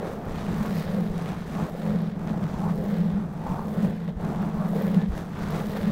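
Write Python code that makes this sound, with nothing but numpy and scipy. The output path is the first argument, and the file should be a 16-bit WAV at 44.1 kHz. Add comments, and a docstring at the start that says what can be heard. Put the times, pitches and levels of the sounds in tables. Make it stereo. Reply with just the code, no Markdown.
"""Fingernails on a foam microphone cover

Two hands take turns dragging their fingernails down the foam cover of a stereo microphone.
Foam cells snap under the nails as dense random clicks over friction hiss; pinched pockets of foam ring and glide.
The drag shakes the microphone body, whose low modes boom, and each hand colours the two capsules in its own way.
Nails tick as they let go and pluck the foam; landing fingertips push puffs of air, mainly at the left capsule."""
import sys
import numpy as np
from scipy import signal
from scipy.fft import rfft, irfft, next_fast_len
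from scipy.io import wavfile
from scipy.ndimage import uniform_filter1d

SR = 44100
rng = np.random.default_rng(int(sys.argv[2]) if len(sys.argv) > 2 else 0)


def bounce(signal):
    """Save signal as a 16-bit WAV file at the path given by the first command-line argument."""
    frames = np.transpose(np.atleast_2d(signal))
    limited = np.clip(frames, -1, 1)
    pcm = np.round(limited * 32767).astype(np.int16)
    wavfile.write(sys.argv[1], SR, pcm)


N = 260631
TIME_S = np.arange(N) / SR
SIZE = next_fast_len(N + SR // 2)   # padded, so filter tails do not wrap round
HZ = np.maximum(np.arange(SIZE // 2 + 1) * SR / SIZE, 1)
CLOSENESS = 0.16   # added to every likeness in the tables


def amp(db):
    """dB to gain."""
    return 10 ** (np.asarray(db) / 20)


def rms_one(x):
    """Scales each row to rms 1."""
    return x / np.sqrt(np.mean(x ** 2, axis=-1, keepdims=True))


def in_time(rows):
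    """Draws straight lines between the rows of a curve table, one curve per column."""
    point_s, *columns = np.transpose(rows)
    return [np.interp(TIME_S, point_s, column) for column in columns]


def swell(centre_s, length_s, power=2):
    """A smooth rise and fall from 0 to 1 and back, down to 1/e at both ends of its length."""
    return np.exp(-(2 * (TIME_S - centre_s) / length_s) ** power)


def drift(rate_hz):
    """Slow chance: noise through a double one-pole low-pass, scaled to rms 1."""
    r = np.exp(-2 * np.pi * rate_hz / SR)
    noise = rng.standard_normal(N + SR)
    return rms_one(signal.lfilter([1], [1, -2 * r, r * r], noise)[SR:])


def even_out(swing, span_s):
    """Evens the power of a stereo swing over a span, with one gain for both channels."""
    power = uniform_filter1d(np.mean(swing ** 2, axis=0), round(span_s * SR))
    return swing * np.sqrt(power.mean() / power)


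def to_capsules(pair, left_db, right_db, likeness, lead_rad):
    """Mixes the spectra of two unrelated streams to a stereo likeness and colours each capsule."""
    alike = np.clip(likeness + CLOSENESS, -.98, .98)
    common = np.sqrt((1 + alike) / 2) * pair[0]
    opposed = np.sqrt((1 - alike) / 2) * pair[1]
    left = amp(left_db) * (common + opposed)
    right = amp(right_db) * (common - opposed) * np.exp(1j * lead_rad)
    return np.sqrt(SR / 2) * np.array([left, right])


def struck(events, shape):
    """Places one shape per event, turned down on the weaker side."""
    out = np.zeros((2, N + SR))
    for start_s, level_db, left_minus_right_db, *rest in events:
        pulse, at = shape(*rest), round(start_s * SR)
        sides = amp([[min(left_minus_right_db, 0)], [min(-left_minus_right_db, 0)]])
        out[:, at:at + len(pulse)] += amp(level_db) * sides * pulse
    return out[:, :N]


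# fingertips landing on the foam: (start_s, level_db, left_minus_right_db, pitch_hz)
LANDING_PUFFS = [(0.429, -42, 6, 72.7), (1.081, -13, 23, 32.3), (3.114, -18, 15, 53.8),
                 (4.145, -18, 7, 56.5), (4.549, -24, 7, 56.5), (5.074, -7.5, 25, 57.4),
                 (5.108, -12, 18, 48)]


def puff(pitch_hz):
    """A soft push of air: a cycle or two of a low tone that swells and dies."""
    t = np.arange(SR // 10) / SR
    envelope = np.exp(-((t - .026) / 0.0098) ** 2)
    return -amp(-5.5) * envelope * np.sin(2 * np.pi * pitch_hz * (t - .028))


def shaken(mode_hz, width_hz):
    """One body mode: noise through a resonance squared for steep skirts, its level evened over 150 ms."""
    ring = 1 / (1 + 1j * (HZ - mode_hz ** 2 / HZ) / width_hz) ** 2
    swing = irfft(rfft(rng.standard_normal((2, SIZE))) * ring, SIZE)[:, :N]
    return rfft(even_out(swing, span_s=0.15), SIZE)


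# low modes of the microphone body as each hand shakes them, levels before the shake of the strokes:
# (pitch_hz, width_hz, left_db, right_db, likeness 0-1, right_lead_rad)
RIGHT_BODY_MODES = [(124.4, 17.6, -58, -52, 1, -3), (166, 17.7, -47, -40.5, 0.88, 0),
                    (186.9, 21, -39, -62.5, 1, 0.5), (206.8, 15.8, -36.5, -53, 0.97, -1.76)]
LEFT_BODY_MODES = [(105.8, 7, -51, -46, 0.67, -2.5), (149.6, 12.5, -43, -43, 0.91, -2),
                   (168.6, 16.7, -34, -38, 0.74, -2.5), (205, 37, -43, -76, 0.62, -2.5)]


def body(modes, shake_db):
    """Body modes swing together; their summed level is evened over 73 ms, then the hand sets the strength."""
    spectrum = sum(to_capsules(shaken(hz, width_hz), *capsules) for hz, width_hz, *capsules in modes)
    swing = irfft(spectrum, SIZE)[:, :N]
    return even_out(swing, span_s=0.073) * amp(shake_db)


# a nail catching and letting go: (start_s, level_db, left_minus_right_db)
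NAIL_TICKS = [(0.2533, -44, 5.5), (0.4379, -46, 8), (0.5806, -40, -0.5), (0.631, -33.5, -8),
              (0.6614, -36, -11), (0.669, -38, -7), (0.7085, -41, -8), (0.7535, -36, -8), (0.7745, -35, -8),
              (0.784, -36.5, -8), (0.7965, -39, -8), (0.8255, -35, -11), (0.848, -42, -8),
              (0.8954, -44, -10.0), (1.3932, -49, 25), (1.5269, -51, 4), (1.6955, -40, -7.5),
              (2.0178, -41, -12.0), (2.7566, -41, -9.5), (2.8379, -44, -9.5), (3.3353, -50, 2),
              (3.4391, -48, 0), (3.6152, -50, -3.5), (3.6691, -41, -7), (3.7404, -44, -8),
              (3.9624, -50, -9.5), (4.4204, -43, -6), (4.4887, -42, 5), (4.5426, -46, 4),
              (4.6897, -38, -14.0), (4.7331, -41, -11.5), (4.8199, -35, -14), (4.839, -41, -13),
              (4.883, -43, -12), (5.3308, -51, 7), (5.5074, -34, -9), (5.5927, -40, -5.0),
              (5.6351, -44, -9.5), (5.7174, -35, -14.5)]
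# what the nail rings with, levels before a random scatter: (pitch_hz, level_db, decay_s)
NAIL_RINGS = [(5200, 6, 0.00012), (13300, 7, 0.00015)]
DELAY_S = 0.0011   # delay from start_s to the crack


def tick():
    """A short bright crack: the released nail rings for a cycle or two."""
    t = np.maximum(np.arange(SR // 100) / SR - DELAY_S, 0)
    crack = 0
    for hz, level_db, decay_s in NAIL_RINGS:
        gain = amp(level_db + rng.normal(0, 1.5))
        crack = crack + gain * np.exp(-t / decay_s) * np.sin(2 * np.pi * hz * t)
    return rng.choice([-1, 1]) * crack


# a nail digging in and plucking the foam: (start_s, level_db, left_minus_right_db, pitch_hz)
FOAM_PLUCKS = [(1.687, -23, 4, 610), (1.75, -21, 8.0, 507), (0.94, -23, 6, 483), (0.985, -27, 9, 520),
               (1.048, -39, 8, 477), (2.171, -34, 5, 896), (2.377, -23.5, 0, 475), (3.465, -25.5, -2, 776),
               (3.772, -22, 7, 620), (4.086, -27, 5, 580), (4.733, -19.5, 9, 620), (4.881, -19, 18, 541),
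               (5.753, -24, 10, 638)]


def pluck(pitch_hz):
    """A short damped ring of the foam."""
    t = np.arange(SR // 25) / SR
    decay = np.exp(-t / 0.0035)   # s
    return rng.choice([-1, 1]) * decay * np.sin(2 * np.pi * pitch_hz * t) * 1.1


def snaps(per_s, spread_db):
    """Foam cells snap at random moments with uneven size, as two click streams at rms 1."""
    sizes = amp(spread_db * np.minimum(rng.exponential(1, N), 2.8))
    struck_now = rng.random(N) < per_s / SR
    return rms_one(sizes * struck_now * rng.standard_normal((2, N)))


def gliding(hz, gain, width_hz, *capsules):
    """Snaps ring in a resonance whose pitch moves: shifted to 0 Hz, low-passed twice, shifted back."""
    turn = np.exp(2j * np.pi * np.cumsum(hz) / SR)
    r = np.exp(-np.pi * width_hz / SR)
    cells = snaps(per_s=900, spread_db=2.5)
    smoothed = signal.lfilter([(1 - r) ** 2], [1, -2 * r, r * r], cells * gain / turn)
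    return to_capsules(rfft(2 * (turn * smoothed).real, SIZE), *capsules)


# the scrape sings briefly in a narrow band: (centre_s, length_s, start_hz, end_hz, level_db)
RIGHT_SINGING = [(0.95, 0.2, 560, 450, 1), (1.88, 0.25, 550, 408, 2.5), (2.9, 0.3, 565, 457, 2),
                 (3.83, 0.24, 650, 466, -1), (4.85, 0.24, 640, 428, 5), (5.02, 0.072, 1730, 1720, -8),
                 (5.8, 0.12, 596, 476, -2)]
LEFT_SINGING = [(0.66, 0.1, 1200, 1500, -6), (1.3, 0.08, 2250, 2260, -12), (1.61, 0.11, 750, 1150, 7),
                (2.65, 0.14, 650, 1100, 2), (3.54, 0.31, 750, 1100, 3), (4.4, 0.18, 755, 900, 4),
                (4.62, 0.1, 900, 1190, -7), (5.4, 0.1, 890, 1190, -2), (5.57, 0.086, 850, 1300, 0)]
# that band, levels before those above: (width_hz, left_db, right_db, likeness 0-1, right_lead_rad)
RIGHT_SINGING_BAND = (120, -62, -69, 0.8, 1.5)
LEFT_SINGING_BAND = (160, -65, -69, 1, -2.5)


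def singing_scrape(songs, band):
    """Snaps excite a narrow gliding resonance that swells and fades."""
    glide, gain = [], 0
    for centre_s, length_s, start_hz, end_hz, level_db in songs:
        glide += [(centre_s - length_s / 2, start_hz), (centre_s + length_s / 2, end_hz)]
        gain = gain + amp(level_db) * swell(centre_s, length_s, power=4)
    hz, = in_time(glide)
    return irfft(gliding(hz, gain, *band), SIZE)[:, :N]


# pockets of foam pinched under the nails, levels before the scrape level of the strokes:
# (land_hz, lift_hz, width_hz, left_db, right_db, likeness 0-1, right_lead_rad)
RIGHT_FOAM_POCKETS = [(817, 419, 190, -61.5, -72, 0.86, 1.8), (2250, 1480, 420, -83.5, -88.5, 0.65, 4.4)]
LEFT_FOAM_POCKETS = [(620, 1187, 210, -78.5, -66, 0.27, -2.5), (723, 748, 180, -65, -70, 0.92, -2.5),
                     (1350, 1490, 260, -78.5, -75, 0.89, -4)]


def pocket(strokes, scrape_db, land_hz, lift_hz, *band):
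    """A pinched pocket resonates and glides in pitch as the nails travel along each stroke."""
    glide = []
    for land_s, lift_s, *_ in strokes:
        glide += [(land_s, land_hz), (lift_s, lift_hz)]
    hz, = in_time(glide)
    return gliding(hz, amp(scrape_db), *band)


# centres of the squeeze, scrape, scratch and rasp layers: (pitch_hz)
LAYER_CENTRES_HZ = [80, 600, 3200, 10500]
# one band of the scratch swells or fades for a while: (centre_s, length_s, pitch_hz, change_db)
RIGHT_BAND_TINTS = [(0.76, 0.3, 5200, 2.5), (0.76, 0.25, 14000, 3), (0.946, 0.25, 2110, 2),
                    (1.744, 0.12, 1400, -2), (2.92, 0.15, 14000, 6), (2.95, 0.25, 523, 4.5),
                    (3.8, 0.3, 5500, -3.5), (4.85, 0.18, 13500, 7.5), (4.84, 0.12, 1900, 3),
                    (4.86, 0.2, 520, 9), (0.74, 0.17, 3500, -4), (2.798, 0.1, 530, 6),
                    (5.75, 0.22, 13500, 4)]
LEFT_BAND_TINTS = [(0.45, 0.4, 5840, 0), (1.3, 0.083, 2260, 5), (1.58, 0.16, 6000, 5),
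                   (1.62, 0.15, 960, 2.5), (2.55, 0.2, 6030, 8), (2.64, 0.18, 850, 7.5),
                   (0.66, 0.08, 1510, 3), (3.5, 0.27, 850, 7), (3.5, 0.27, 330, -6), (4.42, 0.43, 850, 2),
                   (4.45, 0.4, 5600, 0), (4.5, 0.28, 330, 2), (5.45, 0.37, 1350, 4.5)]
BAND_HZ = np.geomspace(38, 14000, num=18)
TINT_OCTAVES = 0.42   # width of a tint, down to 1/e of its dB at the edges
SNAP_OCTAVES = 2.6   # a snap falls to 1/e this far from its own pitch
SNAP_DB, SNAP_DB_PER_OCTAVE = -1.0, 0.1   # snaps over hiss at 2 kHz, and the rise with pitch


def scratching(layers_db, tints):
    """Snaps over fine friction hiss, band by band: each snap fills its own span of pitch."""
    cells = snaps(per_s=2200, spread_db=3.8)
    hiss = rng.standard_normal((2, N))
    grip_db = 1.11 * (drift(197) + 0.4 * drift(9))   # shared by all bands
    snap_octave = rng.uniform(-3.5, 4, N)   # pitch of each snap, from 2 kHz
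    layers = np.eye(len(LAYER_CENTRES_HZ))
    weights = np.array([np.interp(np.log(BAND_HZ), np.log(LAYER_CENTRES_HZ), row) for row in layers])
    out = 0
    for k, hz in enumerate(BAND_HZ):
        octave = np.log2(hz / 2000)
        band_snaps = rms_one(cells * np.exp(-((octave - snap_octave) / SNAP_OCTAVES) ** 2))
        foam = rms_one(hiss + amp(SNAP_DB + SNAP_DB_PER_OCTAVE * octave) * band_snaps)
        # the colour wanders as the nails travel over the cover, and flutters faster on top
        level_db = weights[:, k] @ layers_db + grip_db + 0.5 * drift(4.9) + 0.8 * drift(75)
        for centre_s, length_s, tint_hz, change_db in tints:
            nearness = np.exp(-(2 * np.log2(hz / tint_hz) / TINT_OCTAVES) ** 2)
            level_db += change_db * nearness * swell(centre_s, length_s)
        # neighbouring bands crossfade
        share = np.interp(np.log(HZ), np.log(BAND_HZ), np.arange(len(BAND_HZ)) == k)
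        out = out + share * rfft(foam * amp(level_db), SIZE)
    return out


# strokes of a hand, layer strengths added to the course, pressure rising by the last column from land to lift:
# (land_s, lift_s, squeeze_db, shake_db, scrape_db, scratch_db, rasp_db, pressure_rise_db)
RIGHT_HAND_STROKES = [(-0.45, 0.142, -0.5, -3.5, 4, -2, -7, -1.5), (0.518, 1.146, 7, 0, 1.5, 3.5, 4, -5.5),
                      (1.573, 2.147, 0.5, 1, 2, 1.5, 2, -6.5), (2.616, 3.199, 4.5, 2, -1, -1.5, 0, -3),
                      (3.548, 4.113, 2.5, -2, -0.5, -1.5, 1, -6.5), (4.583, 5.088, 1, 4, 1, 2, 3, -3.5),
                      (5.466, 6.04, 4.5, 1.5, -3, 3, 3.5, 2.5)]
LEFT_HAND_STROKES = [(0.009, 0.718, -3, -3.5, -1.5, 2, 0.5, 0), (1.1, 1.683, -6.5, 1, -3, 2, -1, 0),
                     (2.162, 2.733, -2.5, 1, -0.5, -3, -4.5, 0.0039),
                     (3.09, 3.669, -9, -2, -2.3, -7.5, -7.5, 0.011), (4.193, 4.683, -0.5, 5, 1, -2, -3, 0),
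                     (5.086, 5.635, 1.5, -0.5, -1.5, 2.5, -1.5, 0)]
# course of every stroke: (share of the stroke 0-1, squeeze_db, shake_db, scrape_db, scratch_db, rasp_db)
RIGHT_STROKE_COURSE = [(0.0, -6, -9.5, -12, -8, -12.5), (0.12, -3, -5, -10, -8.5, -7.5),
                       (0.25, -4, -4, -3, -6.5, -4), (0.4, -4.5, -2, 0.5, 0.5, -2.5),
                       (0.5, -8.5, -1, -0.5, 1, -2.5), (0.62, 0, -2, -1.5, 1.5, -4),
                       (0.75, -8.5, 2, -3, 1, -6.5), (0.88, -3.5, 0.5, -4, 1, -8.5),
                       (1.0, 0, -3.5, -7.5, -5, -15)]
LEFT_STROKE_COURSE = [(0.0, -5, -14, -6, -8.5, -12), (0.12, -3, -2, -2, -2, -6.5),
                      (0.25, 1, -4.5, 0.5, -2.5, -5.5), (0.4, 0, -4.5, -1, -2, -7),
                      (0.55, -9.5, -2, -1.5, -0.5, -6), (0.7, 4, -6.5, -2, -2, -5.5),
                      (0.85, -17.5, 1, 2.5, -2, -3), (0.93, -5.5, -2, 1.5, 0, -5.5),
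                      (1.0, -14, -12, -3.5, -9.5, -8)]
# a hand between strokes, barely touching: (squeeze_db, shake_db, scrape_db, scratch_db, rasp_db)
RIGHT_REST_DB = (-2, -14.5, -11.5, -13.5, -19)
LEFT_REST_DB = (-36, -10.5, -16.5, -16.5, -21)
# the nails dig in or slacken for a moment, as changes:
# (centre_s, length_s, squeeze_db, shake_db, scrape_db, scratch_db, rasp_db)
RIGHT_NAIL_GRIPS = [(0.086, 0.093, 2, -16, 4, 0, 4), (0.323, 0.2, 7, -15, 7, 12, -2),
                    (0.644, 0.12, -0.5, -0.5, -0.5, 3.5, -3), (0.768, 0.18, -4, 2, -5, 3.5, 1.5),
                    (0.861, 0.061, 2, -6.5, -3.2, -0.5, -2), (0.947, 0.1, -4, 4.5, 2.5, -0.5, 2.5),
                    (1.02, 0.047, 0, 1.5, 0, -2, 1), (1.123, 0.21, 1, 1.5, 4, -1.5, 5),
                    (1.723, 0.24, -1, -12.5, -6, -1.5, -3), (1.917, 0.13, 5, 8, 2.5, -1, 1),
                    (2.958, 0.12, -3, 4.5, 0, 3, 0), (3.045, 0.068, -2, 1.5, 3, -0.5, 2),
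                    (3.18, 0.059, 1, 7.5, 6, 4.5, -1), (3.28, 0.14, -15, 1.5, -11, -9, -3),
                    (3.855, 0.16, 3.5, 11, 2.5, 3, 3.5), (3.98, 0.11, -2, -5, -2.5, -1, -2.5),
                    (4.094, 0.032, -13, 9, 2.5, 9, 5), (4.835, 0.037, 3, 3.5, 0.5, 1, 2),
                    (4.968, 0.093, 2, 5.5, 4, 1.5, 3), (5.552, 0.13, 4, 0.5, 10, 9, 5),
                    (5.782, 0.086, -2, -7, 5.5, 1, 1), (5.9, 0.12, 3, 3.5, 6, 1.5, 1)]
LEFT_NAIL_GRIPS = [(0.08, 0.17, -7, -14, 1.5, 0.5, 1), (0.21, 0.17, -2.5, -3, -1, -7.5, -5.5),
                   (0.54, 0.31, 2, 4, 0, 1, -1), (0.81, 0.094, -13, 1, 11, 11, 5),
                   (1.27, 0.13, 1, 3, 1.5, 2.5, 0), (1.44, 0.16, 6, -5, -3, -2, -3),
                   (1.61, 0.12, 18, -1, 4, 0.5, -2), (2.301, 0.055, -3, 7, -2, 6, 3),
                   (2.43, 0.08, -5, 7, 2, 1.5, 1), (2.55, 0.084, 4, -2, 0, 3, -1),
                   (2.72, 0.061, -19, 12, -1, 6.5, 1), (3.28, 0.14, 6, 0.5, -2, 1, -1.5),
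                   (3.51, 0.13, 12, 5, 4, 5.5, 4), (4.22, 0.099, 3, 2.5, 2.5, 2.5, 0),
                   (4.42, 0.033, -10, 0, 1.5, 3.5, 1), (4.53, 0.071, -16, -5, -3, -3, -4),
                   (4.62, 0.075, -23, -8, 1, -4, -4), (5.08, 0.048, 5, -6, -4, -4, 1),
                   (5.17, 0.08, 0, -1, 2.5, 1, 3.5), (5.281, 0.12, -11, -1.5, -7, -6.5, -4),
                   (5.42, 0.099, 2, 2.5, 2, 0, 1)]


def stroking(strokes, course, resting_db, grips, landing_s, lifting_s):
    """Level of each layer over time: land, run the course at the stroke's strengths, lift, rest."""
    rows = []
    for land_s, lift_s, *strength_db, pressure_rise_db in strokes:
        rows.append((land_s - landing_s, *resting_db))
        for share, *course_db in course:
            levels_db = np.add(course_db, strength_db) + pressure_rise_db * (share - .5)
            rows.append((land_s + share * (lift_s - land_s), *levels_db))
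        rows.append((lift_s + lifting_s, *resting_db))
    levels_db = np.array(in_time(rows))
    for centre_s, length_s, *change_db in grips:
        levels_db += np.outer(change_db, swell(centre_s, length_s))
    return levels_db


# path from a hand to the capsules, levels before hollows and strokes:
# (pitch_hz, left_db, right_db, likeness 0-1, right_lead_rad)
RIGHT_HAND_PATH = [(25.0, -58, -58.5, 0.08, 3.4), (60.6, -51.5, -56.5, 0.78, 3.35),
                   (277, -59.5, -62, 0, 5.12), (330, -59.5, -73, 0.3, 2.1), (454, -55.0, -65.5, 0.53, 0.8),
                   (820, -62.5, -74, 0.5, 1.52), (1050, -67.5, -72.5, 0.14, 3.83),
                   (1720, -75.5, -77.5, 0.18, 4.1), (2660, -96, -84.5, 0.05, 4.8),
                   (3680, -99.5, -83.5, 0.5, 4.7), (6370, -101.5, -92.5, 0.1, 2.5),
                   (10500, -106.0, -94.5, 0.5, 2.5), (13500.0, -104.0, -94, 0.18, 2.7),
                   (15800.0, -107.0, -94, 0.19, 3.7)]
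LEFT_HAND_PATH = [(25.0, -58, -59.5, 0.66, -2), (101, -45, -51, 0.55, -3.5), (235, -64, -54.5, 0.95, 0.4),
                  (371, -65.5, -57.5, 0.14, -3), (442, -58, -56.5, 0.75, -3.5),
                  (716, -62.5, -65, 0.22, -2.5), (1110, -66.5, -67.5, 0.082, -2),
                  (1740, -71, -74.5, 0.52, -4), (2620, -81, -82, 0.11, -2), (3700, -82, -88, 0.21, -2.5),
                  (6300, -89.5, -95, 0.35, -1.5), (10400, -90, -92, 0.12, 2.5),
                  (13200, -90, -100.0, 0.24, 0.5), (15800.0, -90, -102.0, 0.21, -2)]
# hollows between foam, grille and capsules, on top of the path: (pitch_hz, width_hz, left_db, right_db)
RIGHT_HAND_HOLLOWS = [(104, 26, -1.5, 3.5), (656, 170, -4.5, 1.5), (774, 93, -0.5, 2), (1300, 440, -4, 0.5),
                      (1870, 370, -1.5, 4.5), (5240, 1200, 3.5, 0.5), (9360, 3500, -1, 1),
                      (13300, 2300, -5, 0.5)]
LEFT_HAND_HOLLOWS = [(104, 47, -9, -4.5), (208, 53, 11.5, -17), (412, 87, -9.5, 0), (640, 120, 2, 2.5),
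                     (836, 70, -2, 3), (970, 220, -3.5, 0), (1280, 360, 1, 0), (2910, 720, -1.2, -5.5),
                     (6070, 840, 4, 2.5)]


def hand(levels_db, path, hollows, modes, strokes, pockets, tints):
    """One hand: the scratch along its path, the pinched pockets, and the shaken body modes."""
    squeeze_db, shake_db, *scratch_db = levels_db
    path_hz, *columns = np.transpose(path)
    left_db, right_db, likeness, lead_rad = [np.interp(np.log(HZ), np.log(path_hz), c) for c in columns]
    for hollow_hz, width_hz, left_peak_db, right_peak_db in hollows:
        peak = 1 / (1 + (2 * (HZ - hollow_hz) / width_hz) ** 2)
        left_db = left_db + left_peak_db * peak
        right_db = right_db + right_peak_db * peak
    scratch = scratching(np.array([squeeze_db, *scratch_db]), tints)
    foam = to_capsules(scratch, left_db, right_db, likeness, lead_rad)
    foam += sum(pocket(strokes, scratch_db[0], *row) for row in pockets)
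    return irfft(foam, SIZE)[:, :N] + body(modes, shake_db)


def scene():
    """Both hands with their landings, catches, plucks and singing scrapes."""
    right_db = stroking(RIGHT_HAND_STROKES, RIGHT_STROKE_COURSE, RIGHT_REST_DB, RIGHT_NAIL_GRIPS,
                        landing_s=0.17, lifting_s=0.08)
    left_db = stroking(LEFT_HAND_STROKES, LEFT_STROKE_COURSE, LEFT_REST_DB, LEFT_NAIL_GRIPS,
                       landing_s=0.025, lifting_s=0.04)
    accents = struck(LANDING_PUFFS, puff) + struck(NAIL_TICKS, tick) + struck(FOAM_PLUCKS, pluck)
    singing = (singing_scrape(RIGHT_SINGING, RIGHT_SINGING_BAND)
               + singing_scrape(LEFT_SINGING, LEFT_SINGING_BAND))
    right_hand = hand(right_db, RIGHT_HAND_PATH, RIGHT_HAND_HOLLOWS, RIGHT_BODY_MODES,
                      RIGHT_HAND_STROKES, RIGHT_FOAM_POCKETS, RIGHT_BAND_TINTS)
    left_hand = hand(left_db, LEFT_HAND_PATH, LEFT_HAND_HOLLOWS, LEFT_BODY_MODES,
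                     LEFT_HAND_STROKES, LEFT_FOAM_POCKETS, LEFT_BAND_TINTS)
    return accents + singing + right_hand + left_hand


def record(dry):
    """A steep low-pass cuts the top above 15790 Hz."""
    low_pass = signal.ellip(14, .3, 60, 15790, fs=SR, output="sos")
    return signal.sosfilt(low_pass, dry)


dry = scene()
out = record(dry)
bounce(out)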